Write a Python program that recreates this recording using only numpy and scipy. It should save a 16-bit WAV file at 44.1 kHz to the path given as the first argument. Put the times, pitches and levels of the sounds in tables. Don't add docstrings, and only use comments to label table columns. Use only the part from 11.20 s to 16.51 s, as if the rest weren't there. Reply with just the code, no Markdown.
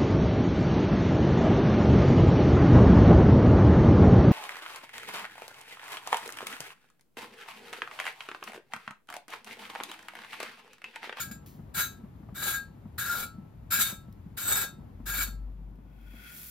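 import sys
import numpy as np
from scipy import signal
from scipy.fft import rfft, irfft, next_fast_len
from scipy.io import wavfile

SR = 44100
rng = np.random.default_rng(int(sys.argv[2]) if len(sys.argv) > 2 else 0)


def to_wav(s):
    ch = np.atleast_2d(s).T
    pcm = np.round(np.clip(ch, -1, 1) * 32767)
    wavfile.write(sys.argv[1], SR, pcm.astype(np.int16))


N = 234021
TIME = np.arange(N) / SR

# (landing [s], hardest push [s], lift-off [s], half-length of the push [s],
# bite on landing, negative if soft [dB], gliding level [dB], level at the push [dB],
# low crunch as the edge digs in [dB], flex feeding the low ring [dB], fall after lift-off [dB/s])
SCRAPE_STROKES = [(0.0, -0.012, 0.015, 0.011, 4.5, -37, -19.5, -1, -2.5, 302),
                  (0.544, 0.591, 0.66, 0.043, 1.5, -41, -27.5, 6.5, -1, 313.5),
                  (1.146, 1.279, 1.355, 0.061, -7, -42.5, -27, 10, -1, 328),
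                  (1.782, 2.023, 2.032, 0.029, 5, -37.5, -35, 14, 1, 506),
                  (2.507, 2.614, 2.673, 0.017, 3.5, -30, -22.5, 0.5, -4, 296.5),
                  (3.172, 3.377, 3.4164, 0.085, 2.5, -34.5, -27, 11, -4.5, 374),
                  (3.859, 4.001, 4.035, 0.063, 0, -36.5, -31.5, 6, -1, 318)]
# (time [s], level [dB], pitch [Hz], level of the dull knock on top [dB])
STRONG_BUMPS = [(.114, -35.5, 211, -70), (.393, -38.5, 191, -54.5), (0.571, -35.5, 174, -66),
                (0.838, -36.5, 200, -56), (1.031, -43, 193, -56), (1.088, -37.5, 121, -49.5),
                (1.124, -37.5, 197, -62), (1.655, -35.5, 207, -58.5), (2.183, -34.5, 207, -61),
                (2.586, -37, 210, -70), (2.726, -35.5, 197, -48), (2.883, -40, 201, -58),
                (3.062, -36, 179, -77.5), (3.584, -39.5, 199, -64.5), (3.801, -38, 234.4, -56),
                (4.083, -39.5, 210, -66), (4.391, -42.5, 159, -68), (4.586, -44.5, 223, -61),
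                (4.937, -42.5, 222, -54)]


def amp(db):
    return np.exp(np.asarray(db) * (np.log(10) / 20))


def unit(x):
    return x / np.sqrt(np.mean(x ** 2) + 1e-20)


def read(points, hz):
    f, value = np.transpose(points)
    return np.interp(np.log(hz + 1), np.log(f + 1), value)


def follow(rows):
    s, *columns = np.transpose(rows)
    return [np.interp(TIME, s, c) for c in columns]


def add(mix, s, sound):
    part = mix[max(round(s * SR), 0):][:len(sound)]
    part += sound[:len(part)]


def shape(x, gain):
    size = next_fast_len(N + 8192)
    spectrum = rfft(x, size) * gain(np.fft.rfftfreq(size, 1 / SR))
    return irfft(spectrum, size)[..., :N]


def colour(x, spectrum):
    return shape(x, lambda hz: unit(amp(read(spectrum, hz))))


def wander(per_s):
    knots = rng.standard_normal(8192)
    return unit(np.interp(TIME * per_s, np.arange(len(knots)), knots))


def swell(s, half_s):
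    return np.exp(-np.minimum(((TIME - s) / half_s) ** 2, 50))


def pair(x):
    # (frequency [Hz], likeness [0 to 1])
    likeness = [(50, 0.98), (200, 0.92), (600, 0.065), (1500, 0.15), (3000, 0.31), (6500, 0.25),
                (8000, 0.94), (10500, 0.77), (14000, 0.97)]
    same = lambda hz: np.clip(read(likeness, hz), 0, 1)
    common = shape(x[0], lambda hz: np.sqrt((1 + same(hz)) / 2))
    apart = shape(x[1], lambda hz: np.sqrt((1 - same(hz)) / 2))
    return np.array([common + apart, common - apart])


def snaps(per_s, spread_db):
    happens = rng.random(N) < per_s / SR
    size = amp(spread_db * np.minimum(rng.exponential(1, N), 4)) * happens
    return unit(size * rng.standard_normal((2, N)))


def background(flutter_db=1.0, middle_db=1.0):
    # (frequency [Hz], relative density [dB/Hz])
    floor_spectrum = [(15, -52), (25, -38), (43, -1.5), (97, 2.5), (206, -4.5), (405, -18), (439, -20.5),
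                      (863, -22.5), (1070, -26), (1290, -30), (1610, -32.5), (5730, -49), (8590, -47),
                      (14800, -48), (16000, -70.5)]
    # (time [s], level [dB], change of level of the deep rumble [dB])
    floor_course = [(0, -46.5, -2.5), (2.4, -48, 0), (3.7, -47.5, -1), (4.7, -51.5, -5.5),
                    (5.3, -52.5, -16)]
    level_db, rumble_db = follow(floor_course)
    noise = pair(colour(rng.standard_normal((2, N)), floor_spectrum))
    rumble = shape(noise, lambda hz: 1 / (1 + (hz / 140) ** 6))
    hiss = shape(noise, lambda hz: 1 - 1 / (1 + (hz / 1400) ** 6))
    middle = noise - rumble - hiss
    rumble = rumble * amp(rumble_db + flutter_db * wander(13))
    middle = middle * amp(middle_db * wander(35))
    return amp(level_db) * (rumble + middle + hiss)


def hum(waver_db=2.0):
    # (time [s], pitch [Hz], level before the waver [dB])
    hum_course = [(3.3, 47.3, -73), (3.75, 46.6, -55.5), (3.92, 46.9, -42), (4.1, 48.94, -40.5),
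                  (4.48, 48.46, -42), (4.6, 50.2, -49.5), (4.9, 48.8, -46.5), (5.08, 56.2, -57.5)]
    hz, db = follow(hum_course)
    tone = np.sqrt(2) * np.sin(2 * np.pi * np.cumsum(hz) / SR)
    fade_in = np.clip(TIME - hum_course[0][0] + .5, 0, .5) * 2
    return amp(db + waver_db * wander(8.7)) * tone * fade_in


def sizzle():
    # (frequency [Hz], relative density [dB/Hz])
    sizzle_spectrum = [(100, -25), (250, -10.5), (650, -17), (1400, -11.5), (3000, -9.5), (6000, -6),
                       (9000, 1.5), (13500, 3), (16000, -3.5)]
    # (frequency [Hz], width [Hz], relative level [dB])
    patter_modes = [(1455, 100, 7.5), (1810, 370, -11), (2250, 390, -2.5), (2570, 110, -0.5),
                    (3300, 170, -1), (4600, 2600, -19)]
    full_s, full_db, rise_db_per_s = 5.188, -45.5, 77
    crest_s, crest_db, patter_rise_db_per_s, patter_fall_db_per_s = 5.064, -51, 69, 62

    sizzle_db = full_db - rise_db_per_s * np.maximum(full_s - TIME, 0)
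    before_db = patter_rise_db_per_s * (crest_s - TIME)
    after_db = patter_fall_db_per_s * (TIME - crest_s)
    patter_db = crest_db - np.maximum(before_db, after_db)

    def resonances(hz):
        return unit(sum(amp(db) / (1 + (2 * (hz - f) / width) ** 2) for f, width, db in patter_modes))

    bursts = pair(snaps(per_s=11000, spread_db=1.0))
    return amp(sizzle_db) * colour(bursts, sizzle_spectrum) + amp(patter_db) * shape(bursts, resonances)


def kitchen(x, wet_db=-11.5):
    # (frequency [Hz], time to fall by 60 dB [s])
    room_decay = [(300, 0.13), (1500, 0.17), (5000, 0.26), (14000, 0.17)]
    taps = rng.standard_normal((2, SR // 2)) * (TIME[:SR // 2] > .003)
    hz, t, z = signal.stft(taps, SR, nperseg=256)
    fade = np.exp(-np.log(1000) * t / read(room_decay, hz)[:, None])
    tail = signal.istft(z * fade, SR)[1]
    tail /= np.linalg.norm(tail[0])
    return amp(wet_db) * pair(signal.fftconvolve(x[None], tail, axes=1)[:, :N])


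def bump(hz, rise_s=0.0046):
    t = TIME[:SR // 8]
    return t / rise_s * np.exp(1 - t / rise_s) * np.sin(2 * np.pi * hz * t)


def bumps(spread_db=6.0, spread_octaves=0.67):
    small_per_s, small_db, small_hz = 3.5, -45, 210
    out = np.zeros(N)
    for s, db, hz, _ in STRONG_BUMPS:
        add(out, s, amp(db) * bump(hz))
    last_lift_s = SCRAPE_STROKES[-1][2]
    for k, (late, size, pitch) in enumerate(rng.uniform(-1.1, 1, size=(64, 3))):
        s = (k + .5 + late / 2) / small_per_s
        if s < last_lift_s:
            thud = bump(small_hz * 2 ** (spread_octaves * pitch))
            add(out, s, amp(small_db + spread_db * size) * thud)
    return out


def knocks(fade_s=.011, corner_hz=1300):
    out, t = np.zeros(N), TIME[:SR // 8]
    for s, _, _, db in STRONG_BUMPS:
        add(out, s, amp(db) * np.exp(-t / fade_s) * rng.standard_normal(len(t)))
    return shape(out, lambda hz: unit(1 / (1 + (hz / corner_hz) ** 4)))


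def crumbs():
    # (time [s], level before the treble filter [dB], fading time [s])
    crumb_hits = [(.261, -50, 0.058), (2.926, -50.5, 0.0019), (4.557, -59.5, 0.0011)]
    out, t = np.zeros(N), TIME[:SR // 4]
    for s, db, fade_s in crumb_hits:
        fade = np.exp(-np.minimum(t / fade_s, 20))
        add(out, s, amp(db) * fade * rng.standard_normal(len(t)))
    return shape(out, lambda hz: hz / (hz + 2500))


def stroke_controls():
    # (time [s], level [dB], fading time [s])
    light_grazes = [(0.112, -45.5, 0.016), (0.765, -65.5, 0.0098), (1.427, -57, 0.008),
                    (3.481, -53, 0.0078)]
    land_rise_s, bite_fade_s = 0.0085, .02
    dig_lead_s, dig_s = 0.035, 0.11
    push_flex_db = -1
    lift_top_db, lift_low_db, lift_s = -1.5, 12.5, 0.032

    level, pressure_db, flex_db, bright_db = np.zeros((4, N))
    for (land_s, push_s, off_s, half_s, bite_db, glide_db, push_db,
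         dig_db, ring_db, fall_db_per_s) in SCRAPE_STROKES:
        age = np.maximum(TIME - land_s, 0)
        lifted = np.maximum(TIME - off_s, 0)
        away = np.minimum(lifted / lift_s, 1)
        push = swell(push_s, half_s)
        contact = np.clip((TIME - land_s) / land_rise_s + .5, 0, 1) * (lifted < .3)
        stroke_db = glide_db + (push_db - glide_db) * push
        stroke_db += bite_db * np.exp(-age / bite_fade_s) - fall_db_per_s * lifted
        level += contact * amp(stroke_db)
        pressure_db += contact * (dig_db * swell(push_s - dig_lead_s, dig_s) + lift_low_db * away)
        flex_db += contact * (ring_db + push_flex_db * push)
        bright_db += contact * lift_top_db * away
    for s, db, fade_s in light_grazes:
        add(level, s, amp(db) * np.exp(-TIME[:SR // 4] / fade_s))
    return level, pressure_db, flex_db, bright_db


def dense_modes(x, t60=0.11, direct=0.63):
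    t = TIME[:SR // 8]
    body = rng.standard_normal((2, len(t))) * np.exp(-np.log(1000) * t / t60)
    body /= np.linalg.norm(body, axis=1, keepdims=True)
    rasp = signal.oaconvolve(x, body, axes=1)[:, :N]
    return (direct * x + rasp) / np.hypot(1, direct)


def blade(drive, touch, shift_db=4.0, bend_hz=6.5, damping=1.14, tilt_db_per_octave=-0.5, spot_s=0.14):
    # (frequency [Hz], level before the tilt [dB], 60 dB fall before the damping [s])
    blade_modes = [(1401, 0, .2), (1445, -8, .06), (1560, -6, .04), (1620, 0, .22), (2282, -10.5, .05),
                   (2590, -21, .25), (3696, -7, .27), (3938, -8, .2), (4405, -11.5, .32), (4935, -16, .12),
                   (5114, -12, .07), (5950, -15, .16), (6385, -11, .16), (6947, -3, .17), (7421, -5, .14),
                   (7535, -8, .04), (7745, -1, .11), (8126, -5, .14), (8538, -7, .13), (10665, -9, .11),
                   (11704, -9, .11), (11902, -5, .09), (12150, -9, .12), (12742, -6, .12), (12977, -3, .1),
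                   (13287, -7, .07), (13364, -7, .07), (13725, -7, .1), (14105, -12, .09),
                   (15126, -14, .09)]
    # (time [s], mode frequency [Hz], change of level [dB])
    contact_spots = [(.01, 6947, 13), (.11, 1620, 3.5), (.6, 1620, -1), (1.27, 3938, 9.5), (2.04, 4405, 10),
                     (3.341, 7745, 11.5), (4.03, 3938, 2.5)]
    mode_hz, mode_db, _ = np.transpose(blade_modes)
    bend = np.exp(2j * np.pi * np.cumsum(touch * bend_hz * wander(70)) / SR)
    feeds = [drive / bend * unit(amp(shift_db * wander(11))) for _ in range(5)]
    spot_db = np.zeros((len(mode_hz), N))
    for s, hz, change_db in contact_spots:
        spot_db[np.argmin(abs(mode_hz - hz))] += change_db * swell(s, spot_s)

    out = np.zeros(N, complex)
    for k, (hz, db, t60) in enumerate(blade_modes):
        feed = feeds[k % len(feeds)] * amp(spot_db[k])
        decay = damping * np.log(1000) / (t60 * SR)
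        pole = np.exp(2j * np.pi * hz / SR - decay)
        ring = signal.lfilter([2 * np.sqrt(decay)], [1, -pole], feed + 1e-18)
        out += amp(db + tilt_db_per_octave * np.log2(hz / 4000)) * ring
    return (out * bend).real / np.linalg.norm(amp(mode_db))


def long_ring(drive, hz=1319, t60=0.54, db=-22):
    t = TIME[:SR]
    mode = np.sin(2 * np.pi * hz * t) * np.exp(-np.log(1000) * t / t60)
    return amp(db) * signal.oaconvolve(drive, mode / np.linalg.norm(mode))[:N]


def scraping(ring_db=0.32, crunch_db=-2.5, clump_db=1.0, patchy_db=2.0, firm_db=-40):
    # (frequency [Hz], relative density [dB/Hz])
    crust_spectrum = [(330, -11), (500, -13), (820, -6), (1150, -17.5), (1600, -13.5), (2300, -5),
                      (2900, -9.5), (3700, -1.5), (5500, -12), (7500, -0.5), (9500, -1.5), (13000, -2),
                      (16000, -11)]
    level, pressure_db, flex_db, bright_db = stroke_controls()
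    clumps = unit(amp(clump_db * wander(220) + patchy_db * wander(55)))
    drive = snaps(per_s=8000, spread_db=-0.5) * level * clumps
    low = shape(drive, lambda hz: 1 / (1 + (hz / 1060) ** 8))
    bending = shape(drive, lambda hz: 1 / (1 + ((hz - 1520) / 280) ** 4))
    top = shape(drive, lambda hz: 1 - 1 / (1 + (hz / 9500) ** 8))
    for band, db in (low, pressure_db), (bending, flex_db), (top, bright_db):
        relative_db = db - np.average(db, weights=level)
        drive = drive + band * (amp(relative_db) - 1)
    crunch = pair(colour(dense_modes(drive), crust_spectrum))
    touch = level / (level + amp(firm_db))
    return amp(crunch_db) * crunch + amp(ring_db) * blade(drive[1], touch) + long_ring(drive[0])


def scene():
    near = scraping() + crumbs() + knocks()
    return near + kitchen(near[0]) + bumps() + background() + hum() + sizzle()


def record(dry):
    # (frequency [Hz], lead of the left [rad])
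    port_lead = [(60, 0), (600, 0.5), (1600, -0.2), (3300, 0.8), (5200, 0.3), (6000, -1.8), (7000, -1.9),
                 (8500, -3.1), (11000, -4.6), (13500, -6.28), (16000, -6.28)]
    # (frequency [Hz], left minus right [dB])
    port_pan = [(50, 4), (200, 2), (700, 3), (1500, 3.5), (3700, 5), (5500, 1), (7500, 2), (9000, -1),
                (16000, 1)]
    edge_hz = 15800
    port = lambda hz: amp(read(port_pan, hz) / 2) * np.exp(.5j * read(port_lead, hz))
    left = shape(dry[0], port)
    right = shape(dry[1], lambda hz: 1 / port(hz))
    lowpass = signal.firwin(511, edge_hz, window=("kaiser", 9), fs=SR)
    return signal.oaconvolve(np.array([left, right]), lowpass[None], "same")


dry = scene()
out = record(dry)
to_wav(out)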